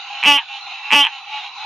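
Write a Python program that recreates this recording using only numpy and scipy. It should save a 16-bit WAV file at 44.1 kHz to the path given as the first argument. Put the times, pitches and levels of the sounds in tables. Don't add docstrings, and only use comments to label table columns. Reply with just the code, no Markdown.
import sys
import numpy as np
from scipy import signal
from scipy.fft import rfft, irfft, next_fast_len
from scipy.io import wavfile
from scipy.ndimage import uniform_filter1d

SR = 44100
rng = np.random.default_rng(int(sys.argv[2]) if len(sys.argv) > 2 else 0)


def transcribe(u):
    v = np.clip(np.atleast_2d(u).T, -1, 1)
    q = np.round(v * 32767).astype(np.int16)
    wavfile.write(sys.argv[1], SR, q)


N = 72765
STEPS = np.linspace(0, 1, 9)
NO_SNAP_DB = -120


def near_frog(gain_db=18):
    # time in seconds, pulse rate in Hz, level in dB,
    # throat resonance in Hz, snap in dB, roughness 0-1.
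    croaks = [
        [(.2290, 114.3, -3.5, 2500, -43, 0.08), (.244, 145.6, 0.5, 2470, -29, 0.08),
         (.263, 224.6, -0.5, 2890, 1, 0), (.269, 290.7, 1, 2780, -7.5, 0.04),
         (.286, 290.9, 1.5, 2853, -2.5, 0.02), (.318, 285.8, -0.5, 2840, -3.5, 0),
         (.345, 284.9, -2, 3010, -4, 0), (.372, 280.8, -6, 2860, -7, 0.03), (.381, 234, 0.5, 3000, -33, 0.48),
         (.392, 274.8, -7, 2880, -30, 0.58), (.399, 242, -27, 2800, -40, 0.77)],
        [(.9057, 108.3, -0.5, 2280, -43, 0.3), (.915, 124.4, -0.5, 2550, -35, 0.11),
         (.929, 274.5, 2.5, 2720, -13, 0.73), (.944, 218.1, 2, 2810, -3.5, 0.3),
         (.949, 292.8, 2.5, 2790, -10, 0.05), (.96, 288.7, -2, 2810, 0, 0.01), (.991, 286, 0, 2960, -3, 0),
         (1.016, 282.7, 0, 2990, -7.5, 0), (1.038, 279.6, -5.5, 3300, -13.5, 0.03),
         (1.045, 197.2, -1, 2980, -39, 0.37), (1.074, 153, -9, 2750, -72, 0.78),
         (1.088, 156, -24, 2710, -70, 0.75)],
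    ]
    # frequency in Hz, gain in dB.
    sac = [(300, -72), (580, -42), (760, -13), (860, 3), (950, -5), (1150, -8), (1430, -15), (1720, -10),
           (2010, -9), (2300, -9), (2580, -11), (2850, -7.5), (3160, -8), (3450, -15), (3700, -25),
           (4000, -21), (4600, -45), (7000, -55), (12000, -76)]
    # start in seconds, length in seconds, first pitch in Hz, level in dB.
    squeaks = [(.393, 0.0336, 945, -23.5), (1.066, 0.022, 895, -22)]
    # frequency in Hz, left minus right in dB.
    pan = [(860, -0.8), (2000, 0), (2900, -2.5), (4000, -0.5)]
    voice = sum(larynx_pulses(rows, sac, width_hz=352) for rows in croaks)
    voice += sum(squeak(*row) for row in squeaks)
    return panned(forest(amp(gain_db) * voice, wet_db=-6), pan)


def larynx_pulses(rows, colour, width_hz, size=2048):
    # frequency in Hz, gain in dB.
    snap_colour = [(40, -35), (150, 1), (290, -7.5), (570, -10.5), (900, -21), (1430, -15), (3000, -12.5),
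                   (4100, -18), (5000, -14), (5750, -12), (6400, -18), (7300, -26.5), (8000, -29.5),
                   (9000, -20), (10200, -29), (12500, -24.5), (14000, -67.5)]
    snap_gain_db, snap_delay_s, flutter_db = 1, 0.000486, 1.15
    jitter_s, shimmer_db, scatter_hz, damping = 0.000554, 4.5, 90, 1.65
    times_s, rate_hz, *controls = np.transpose(rows)
    t = np.arange(times_s[0], times_s[-1], 1 / SR)
    cycles = np.cumsum(np.interp(t, times_s, rate_hz)) / SR
    pulse_s = np.interp(np.arange(cycles[-1]), cycles, t)
    db, throat_hz, snap_db, rough = (np.interp(pulse_s, times_s, c) for c in controls)
    late, louder, higher, flutter = rng.standard_normal((size, 4))[:len(pulse_s)].T
    onset = np.maximum(pulse_s + jitter_s * rough * late, 0) * SR
    hz = np.fft.rfftfreq(size, 1 / SR)
    centre_hz = (throat_hz + scatter_hz * rough * higher)[:, None]
    damped_hz = width_hz * (1 + damping * rough[:, None])
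    ring = minimum_phase(colour, size) * centre_hz ** 2 / (centre_hz ** 2 - hz ** 2 + 1j * hz * damped_hz)
    snap = -minimum_phase(snap_colour, size) * np.exp(-2j * np.pi * hz * snap_delay_s)
    snap = snap * amp(snap_db + snap_gain_db)[:, None]
    subsample_delay = np.exp(-2j * np.pi * hz / SR * (onset % 1)[:, None])
    pulses = irfft((ring + snap) * subsample_delay)
    pulses *= amp(db + shimmer_db * rough * louder + flutter_db * flutter)[:, None]
    index = onset.astype(int)[:, None] + np.arange(size)
    return np.bincount(index.ravel(), pulses.ravel(), N)[:N]


def squeak(start_s, length_s, pitch_hz, db, fall=0.248, fade_db=14, throat_hz=2310):
    # frequency in Hz, gain in dB.
    colour = [(300, -67), (600, -32), (760, -4.5), (930, 4.5), (1200, -14), (1550, 4.5), (1900, -3.5),
              (2500, -18), (3200, -6), (3900, -1), (7000, -38)]
    rows = [(start_s + length_s * u, pitch_hz * (1 - fall * u * u), db - fade_db * u * u,
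             throat_hz, NO_SNAP_DB, 0) for u in STEPS]
    return larynx_pulses(rows, colour, width_hz=1800)


def neighbours(gain_db=-5.5, sag=0.0328, rise_hz=300, edge_db=22.5, edge_rough=0.35):
    # start in seconds, length in seconds, pulse rate in Hz, level in dB,
    # throat resonance in Hz, roughness 0-1, forest scatter in dB, extra low honk in dB.
    calls = [(.06, 0.21, 272, -3, 2800, 0.06, -2.5, -3.5), (.465, .15, 268.9, 0, 3070, 0.01, -5.5, -1.5),
             (.63, .17, 266, -5.5, 2970, 0.07, -15, 7), (.81, 0.21, 280, 1, 2680, 0.09, -7.5, -2.5),
             (1.085, 0.14, 272.4, -1.5, 2980, 0.05, -12, -1),
             (1.29, 0.131, 283.2, 1.5, 2880, 0.04, -19, 6.5),
             (1.39, 0.11, 275, -2.5, 3080, 0.17, -5.5, 3.5), (1.56, 0.23, 282, -4, 2630, 0, -7, 3)]
    # frequency in Hz, gain in dB.
    far_sac = [(300, -56), (580, -35.5), (720, -13), (810, 7), (860, 8.5), (980, -14.5), (1150, 2),
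               (1700, -15.5), (2250, -7.5), (2800, -4), (3400, -15.5), (4000, -0.5), (4800, -15.5),
               (7000, -7), (7700, -43), (9500, -15.5), (13000, -40)]
    honk_below_hz = 1060
    out = np.zeros((2, N))
    u = STEPS - 0.5
    ends = (2 * u) ** 4
    for start_s, length_s, rate_hz, db, throat_hz, rough, wet_db, honk_db in calls:
        colour = [(hz, level + honk_db * (hz < honk_below_hz)) for hz, level in far_sac]
        rows = np.transpose([start_s + length_s * STEPS, rate_hz * (1 - sag * u), db - edge_db * ends,
                             throat_hz + rise_hz * u, np.full_like(u, NO_SNAP_DB),
                             rough + edge_rough * ends])
        out += forest(larynx_pulses(rows, colour, width_hz=370), wet_db)
    return amp(gain_db) * out


def chorus(patchy_db=4.0, gain_db=-1):
    # frequency in Hz, spectral density in dB.
    spectrum = [(40, -56), (115, -22), (200, -40.5), (450, -30.5), (600, -41.5), (700, -13.5), (790, 1.5),
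                (950, -8.5), (1300, -11), (1750, -21), (2250, -8), (2750, -3), (3350, -14.5), (4000, -5),
                (4500, -21), (5100, -25.5), (6700, -26.5), (7600, -64), (10000, -48), (13000, -56)]
    # frequency in Hz, left-right correlation.
    likeness = [(700, 1), (2500, 0.88), (4000, 0.27), (8000, 0.28)]
    # time in seconds, level in dB.
    background_level = [(0, -32.5), (.13, -31), (0.222, -29.5), (.4, -34), (.45, -36), (.52, -35),
                        (.62, -32), (.72, -30), (.82, -32), (0.902, -32.5), (1.09, -34), (1.16, -35),
                        (1.262, -34.5), (1.35, -29.5), (1.45, -32), (1.51, -36.5), (1.6, -30.5),
                        (1.65, -30)]

    def mid_side_gains(hz):
        angle = np.arccos(np.clip(along(likeness, hz), -1, 1)) / 2
        return amp(along(spectrum, hz)) * [np.cos(angle), np.sin(angle)]

    bins = signal.stft(rng.standard_normal((2, N)), nperseg=1024)[2]
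    patches = uniform_filter1d(rng.standard_normal(bins.shape[1:]), size=3, axis=0)
    patches = uniform_filter1d(patches, size=8, axis=1)
    wash = signal.istft(bins * amp(patchy_db * unit(patches)), nperseg=1024)[1][:, :N]
    mid, side = filtered(wash, mid_side_gains)
    background_db = np.interp(np.arange(N) / SR, *np.transpose(background_level))
    return unit(np.array([mid + side, mid - side])) * amp(gain_db + background_db)


def forest(x, wet_db, side_db=-13.5):
    # frequency in Hz, time to decay 60 dB in seconds.
    t60 = [(200, 0.05), (900, 0.084), (3000, 0.099), (10000, 0.059)]
    hz, t, bins = signal.stft(rng.standard_normal((2, SR // 2)), SR, nperseg=256)
    tail = signal.istft(bins * amp(-60 * t / along(t60, hz)[:, None]), SR, nperseg=256)[1]
    mid, side = signal.fftconvolve(x[None], tail / np.linalg.norm(tail[0]), axes=1)[:, :N]
    return x + amp(wet_db) * (mid + np.outer([1, -1], amp(side_db) * side))


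def amp(db):
    return 10 ** (np.asarray(db) / 20)


def unit(x):
    return x / np.sqrt(np.mean(x ** 2) + 1e-20)


def along(points, hz):
    knots_hz, values = np.transpose(points)
    return np.interp(np.log(hz + 1), np.log(knots_hz + 1), values)


def filtered(x, response):
    size = next_fast_len(N + SR // 2)
    return irfft(rfft(x, size) * response(np.fft.rfftfreq(size, 1 / SR)), size)[..., :N]


def minimum_phase(colour, size):
    cepstrum = irfft(np.log(amp(along(colour, np.fft.rfftfreq(size, 1 / SR)))))
    cepstrum[1:size // 2] *= 2
    cepstrum[size // 2 + 1:] = 0
    return np.exp(rfft(cepstrum))


def panned(x, pan):
    return filtered(x, lambda hz: amp(np.outer([.5, -.5], along(pan, hz))))


def scene():
    # frequency in Hz, left minus right in dB.
    back_pan = [(800, 1), (2700, -2.5), (5000, 0)]
    return near_frog() + panned(neighbours() + chorus(), back_pan)


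def record(dry, ceiling_up=0.69, ceiling_down=2.5, knee=6, bass_cut_hz=120, top_hz=13200):
    ceiling = np.where(dry > 0, ceiling_up, ceiling_down)
    bent = dry / (1 + np.abs(dry / ceiling) ** knee) ** (1 / knee)
    return filtered(bent, lambda hz: (1j * hz / (bass_cut_hz + 1j * hz)) ** 2 / (1 + (hz / top_hz) ** 60))


dry = scene()
out = record(dry)
transcribe(out)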